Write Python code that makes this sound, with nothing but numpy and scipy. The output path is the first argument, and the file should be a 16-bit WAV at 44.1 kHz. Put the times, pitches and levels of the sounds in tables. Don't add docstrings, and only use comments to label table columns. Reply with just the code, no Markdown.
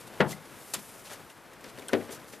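import sys
import numpy as np
from scipy import signal
from scipy.fft import rfft, irfft, next_fast_len
from scipy.io import wavfile
from scipy.ndimage import uniform_filter1d

SR = 44100
rng = np.random.default_rng(int(sys.argv[2]) if len(sys.argv) > 2 else 0)


def volts_from_decibels(level):
    exponent = np.asarray(level, float) / 20
    return 10 ** exponent


def wav_record(signal):
    frames = np.transpose(np.atleast_2d(signal))
    bounded = np.clip(frames, -1, 1)
    quanta = np.round(bounded * 32767).astype(np.int16)
    wavfile.write(sys.argv[1], SR, quanta)


N = 105840


def read_db(table, hz):
    points = np.array(table, float)
    return np.interp(np.log(hz), np.log(points[:, 0]), points[:, 1])


def colour(x, table):
    size = next_fast_len(N + 4096)
    hz = np.maximum(np.arange(size // 2 + 1) * SR / size, 1)
    return irfft(rfft(x, size) * volts_from_decibels(read_db(table, hz)), size)[:N]


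def bandpass(x, low_hz, high_hz):
    return signal.sosfilt(signal.butter(1, [low_hz, high_hz], "band", fs=SR, output="sos"), x)


def unit(x):
    return x / np.sqrt(np.mean(x ** 2))


def walk(rate_hz):
    hold = int(SR / rate_hz)
    steps = np.repeat(rng.standard_normal(N // hold + 1), hold)
    return 1.3 * uniform_filter1d(uniform_filter1d(steps, hold), hold)[:N]


def grains(rate_per_s, scatter_db):
    hit = rng.random(N) < rate_per_s / SR
    size = volts_from_decibels(scatter_db * np.minimum(rng.exponential(size=N), 2))
    return unit(hit * rng.standard_normal(N) * size)


def ring(modes, signs):
    spread_cycles = 0.6
    t = np.arange(SR // 3)[:, None] / SR
    hz, db, t60_s = np.array(modes, float).T
    bloom = 1 - np.exp(-t * hz / spread_cycles)
    decay = np.exp(-np.log(1000) * t / t60_s)
    return (np.sin(2 * np.pi * hz * t) * bloom * decay * volts_from_decibels(db) * signs).sum(axis=1)


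def contact_push(blows):
    push = np.zeros(N + SR)
    for start_s, db, contact_ms in blows:
        width, start = contact_ms * SR / 4000, start_s * SR
        i = np.arange(int(start), int(start + 10 * width) + 2)
        push[i] += volts_from_decibels(db) * np.exp(-np.abs(i - start) / width) / width / 2
    return push[:N]


# (frequency [Hz], t60 [s])
CROWD_T60 = [(80, 0.52), (300, 0.22), (800, 0.24), (1500, 0.13), (2500, 0.083), (4000, 0.078), (7000, 0.03),
             (12000, 0.016)]


def panel(blows, modes, slap, crowd, crowd_db):
    hz = 80 + 12000 * ((np.arange(360) + rng.random(360)) / 360) ** 2
    level_db = read_db(crowd, hz) + crowd_db + 10 * np.log10(hz / 400)
    lesser = np.array([hz, level_db, read_db(CROWD_T60, hz)]).T
    signs = np.tanh(2 * rng.standard_normal(len(hz)))
    body = ring(lesser, signs) - ring(modes, 0.96) - ring(slap, 0.99)
    return signal.fftconvolve(contact_push(blows), body)[:N]


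# (time [s], level [dB], contact [ms])
BOW_BLOWS = [(.2000, -35.5, 0.84), (.2022, -30.5, 0.8), (.2043, -17.5, 0.49), (.2105, -31, 1.1),
             (.2150, -43, 2), (.2215, -45, 0.9), (.2262, -50, 2), (.2480, -28, 2.9), (.2620, -30.5, 2.3),
             (.3200, -39, 1.5), (.5150, -44.5, 2.3), (.7650, -52, 3.2), (.7850, -39, 9.3),
             (.7600, -25.5, 19), (1.105, -45, 7.9), (2.170, -34.5, 16)]
# (frequency [Hz], level [dB], t60 [s])
BOW_MODES = [(111, -7, 0.18), (197.4, -6, 0.34), (246, 1, 0.14), (326, -13, 0.087), (404.6, 7, 0.1),
             (80, -20, 0.13), (500, 11, 0.031), (854.5, 3, 0.12), (902, -2, 0.11), (1006, -8.5, 0.18),
             (1257, -1, 0.16), (1330, -11, 0.1), (1520, -17, 0.058), (1945, 3, 0.044)]
# (frequency [Hz], level [dB], t60 [s])
BOW_SLAP = [(581, 19.6, 0.011), (1700, 11.6, 0.0069)]
# (frequency [Hz], level [dB])
BOW_CROWD = [(80, -19), (200, -1.5), (450, -6.5), (1000, -11), (1800, -4.5), (3500, -12.5), (6000, -25),
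             (12000, -39)]


def bow_blow():
    return panel(BOW_BLOWS, BOW_MODES, BOW_SLAP, BOW_CROWD, crowd_db=-6)


# (time [s], level [dB], contact [ms])
FLANK_BLOWS = [(1.6450, -49.5, 0.2), (1.7800, -45, 0.53), (1.8250, -45, 1.1), (1.8940, -48.5, 0.29),
               (1.9268, -45, 0.34), (1.9295, -36, 0.62), (1.9322, -19.5, 0.67), (1.9375, -44, 1.5),
               (1.9400, -41, 1.2), (1.9452, -28, 2.2), (1.9485, -37.5, 4.3), (2.0070, -40.5, 1.2),
               (2.0920, -41.5, 0.54), (2.1080, -44.5, 0.67), (2.3350, -50, 0.14)]
# (frequency [Hz], level [dB], t60 [s])
FLANK_MODES = [(103.5, -11, 0.69), (185, -17, 0.33), (242.2, -2, 0.19), (296, -1.5, 0.14), (384, -15, 0.18),
               (467, -11, 0.13), (534, 5.5, 0.071), (611, -9, 0.094), (771, -15, 0.21), (1350, -15, 0.07),
               (1790, -20, 0.05), (2040, -9.5, 0.092), (2210, -6, 0.026)]
# (frequency [Hz], level [dB], t60 [s])
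FLANK_SLAP = [(427, 21.4, 0.015), (950, 10.3, 0.02), (1920, 6, 0.01)]
# (frequency [Hz], level [dB])
FLANK_CROWD = [(80, -42), (200, -4.5), (450, 0), (1000, -19), (2000, -9.5), (3500, -13), (6000, -18.5),
               (12000, -29)]


def flank_blow():
    return panel(FLANK_BLOWS, FLANK_MODES, FLANK_SLAP, FLANK_CROWD, crowd_db=-4.5)


# (time [s], rise [s], fall [s], level [dB], centre [Hz])
SCRATCHES = [(0.0, 0.0043, 0.09, -50.5, 7300), (.06, 0.017, 0.019, -50.5, 7000),
             (0.256, 0.061, 0.053, -39.5, 5400), (0.7366, 0.001, 0.006, -27.5, 4900),
             (0.737, 0.0037, 0.014, -26.5, 7450), (0.743, 0.0074, 0.049, -35, 1940),
             (.785, 0.011, 0.02, -46, 8000), (.98, 0.024, 0.013, -52, 8200),
             (1.04, 0.02, 0.076, -45.5, 3650), (1.093, 0.013, 0.1, -42, 1260),
             (1.108, 0.031, 0.029, -47, 8750), (1.294, 0.0081, 0.042, -50, 3840),
             (1.53, 0.0063, 0.0095, -51.5, 8000), (1.604, 0.0063, 0.016, -53, 9000),
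             (1.641, 0.00092, 0.01, -44, 4500), (1.653, 0.0052, 0.043, -51, 2980),
             (1.683, 0.0068, 0.037, -51.5, 3230), (1.775, 0.00079, 0.007, -45.5, 3000),
             (1.785, 0.0018, 0.0092, -45.5, 4000), (1.792, .004, 0.0093, -46.5, 4800),
             (1.8203, 0.0015, 0.017, -49, 4000), (1.8828, 0.001, 0.019, -42, 8600),
             (1.698, .002, 0.013, -59, 4000), (.45, 0.0047, 0.019, -52.5, 6000),
             (1.93, 0.0027, 0.0099, -36, 5560), (2.092, 0.037, 0.07, -41.5, 6700),
             (2.265, 0.019, 0.08, -51.5, 8850), (2.318, 0.011, 0.071, -48, 4100),
             (0.204, 0.004, 0.021, -41.5, 3000), (1.887, 0.0043, 0.017, -46, 1780)]


def scratches():
    width, top_hz, thud_hz = 1.56, 13200, 1010
    rough = grains(10000, scatter_db=-1.5) + 0.51 * rng.standard_normal(N)
    swarm = unit(rough * volts_from_decibels(1.2 * walk(300)))
    thud = bandpass(swarm, thud_hz / 4, thud_hz * 2)
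    out, t = np.zeros(N), np.arange(N) / SR
    for start_s, rise_s, fall_s, db, hz in SCRATCHES:
        a = int(start_s * SR)
        b = min(int((start_s + rise_s + 2 * fall_s) * SR) + 400, N)
        age = t[a:b] - start_s
        swell = np.sin(np.pi / 2 * age / rise_s) ** 2
        die = np.exp(-np.abs((age - rise_s) / fall_s) ** 1.5 * 3)
        shape = np.where(age < rise_s, swell, die)
        skin = bandpass(swarm[a:b] * shape, hz / (1 + width), min(hz * (1 + width), top_hz))
        out[a:b] += volts_from_decibels(db) * (skin + thud[a:b] * shape)
    return out


# (time [s], level [dB], pitch [Hz], t60 [s])
TWIGS = [(.3195, -37, 6200, .01), (.3270, -37, 2070, .04), (.7360, -32, 4170, .004),
         (.7412, -25, 10300, .003), (.7425, -26, 7320, .007), (.7445, -29, 3400, .007),
         (1.0710, -45, 2900, .01), (1.1160, -42, 1400, .012), (1.1330, -46, 6600, .006),
         (1.2995, -47, 2790, .012), (1.5350, -48, 1940, .01), (1.6420, -40, 2200, .005),
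         (1.6430, -43, 5630, .007), (1.7755, -42, 2800, .005), (1.7940, -44, 3500, .005),
         (1.8215, -42, 2380, .006), (1.8829, -30, 8600, .005), (1.8840, -36, 3320, .006),
         (1.8920, -33, 1550, .016), (1.8990, -39, 1440, .008), (1.9050, -42, 1900, .006),
         (2.0120, -45, 1990, .015), (2.1850, -47, 1630, .02)]


def twigs():
    out = np.zeros(N + SR)
    for start_s, db, hz, t60_s in TWIGS:
        chatter = rng.standard_normal(260) * np.linspace(1, 0, 260)
        sound = signal.fftconvolve(chatter, ring([(hz, 0, t60_s)], 1)[:4000])
        start = int(start_s * SR)
        out[start:start + len(sound)] += sound * volts_from_decibels(db) / np.abs(sound).max()
    return out[:N]


# (time [s], keel drag level [dB], grass brushing level [dB])
DRAG = [(0.0, -52.5, -59), (0.39, -52.5, -63), (0.58, -51, -53.5), (0.75, -57.5, -49), (0.95, -56.5, -52.5),
        (1.22, -54, -59.5), (1.34, -57.5, -62), (1.61, -53.5, -70.5), (1.82, -52, -60),
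        (1.97, -49.5, -56.5), (2.17, -51.5, -63), (2.4, -56.5, -60)]


def drag_levels_db():
    t, points = np.arange(N) / SR, np.array(DRAG)
    return [np.interp(t, points[:, 0], points[:, k]) for k in (1, 2)]


# (frequency [Hz], density [dB per Hz])
KEEL = [(30, 2.5), (100, -2.5), (250, -3.5), (420, -2.5), (800, -6.5), (1600, -10), (3000, -15.5),
        (7000, -24)]


def keel(db):
    bumps = grains(4000, scatter_db=-1.6) * volts_from_decibels(0.85 * walk(8.43) + 3.2 * walk(43.77))
    bumps = bumps + 1.2 * rng.standard_normal(N)
    return unit(colour(bumps, KEEL)) * volts_from_decibels(db)


# (frequency [Hz], density [dB per Hz])
GRASS = [(900, -6), (2000, -2.5), (4000, -5.5), (7000, -2.5), (10500, 0.5), (14500, -4)]


def grass(db):
    blades = grains(6000, scatter_db=-0.5) * volts_from_decibels(0.5 * walk(25.8))
    blades = blades + 0.54 * rng.standard_normal(N)
    return unit(colour(blades, [(700, 2.25), *GRASS])) * volts_from_decibels(db)


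# (frequency [Hz], density [dB per Hz])
AIR = [(30, 16.5), (150, -3), (500, 3.5), (1500, 2.5), (4000, -15.5), (9000, -22), (14500, -50)]


def air():
    return unit(colour(rng.standard_normal(N), AIR)) * volts_from_decibels(-55)


# (frequency [Hz], gain [dB])
HULL_SIDE = [(60, -2), (150, -3.5), (250, -5.5), (400, -8.5), (700, -16), (2000, -17.5), (3000, -18.5),
             (12000, -23)]
# (frequency [Hz], gain [dB])
LOOSE_SIDE = [(40, -8), (300, -12), (1000, -18.5), (2200, -21), (4500, -20.5), (5800, -10.5), (8500, -12.5),
              (14000, -13)]


def scene():
    keel_db, grass_db = drag_levels_db()
    hits = bow_blow() + flank_blow() + scratches() + twigs()
    bed = keel(keel_db + 3.15) + grass(grass_db + 0.45) + air()
    loose = keel(keel_db + 0.67) + grass(grass_db + 0.36) + air() + 0.94 * scratches()
    mid = hits + bed
    side = colour(hits + 0.7 * bed, HULL_SIDE) + colour(loose, LOOSE_SIDE)
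    return np.array([mid + side, mid - side])


# (frequency [Hz], gain [dB])
MIX_TONE = [(20, -25), (55, -14), (120, 0), (12500, 0), (14400, -4), (14500, -24), (15500, -26),
            (15700, -70)]


def mix_tone(dry):
    return np.array([colour(x, MIX_TONE) for x in dry])


def roll_off(x):
    return signal.sosfilt(signal.butter(12, 15630, fs=SR, output="sos"), x)


def record(dry):
    mix = mix_tone(dry)
    return roll_off(mix)


dry = scene()
out = record(dry)
wav_record(out)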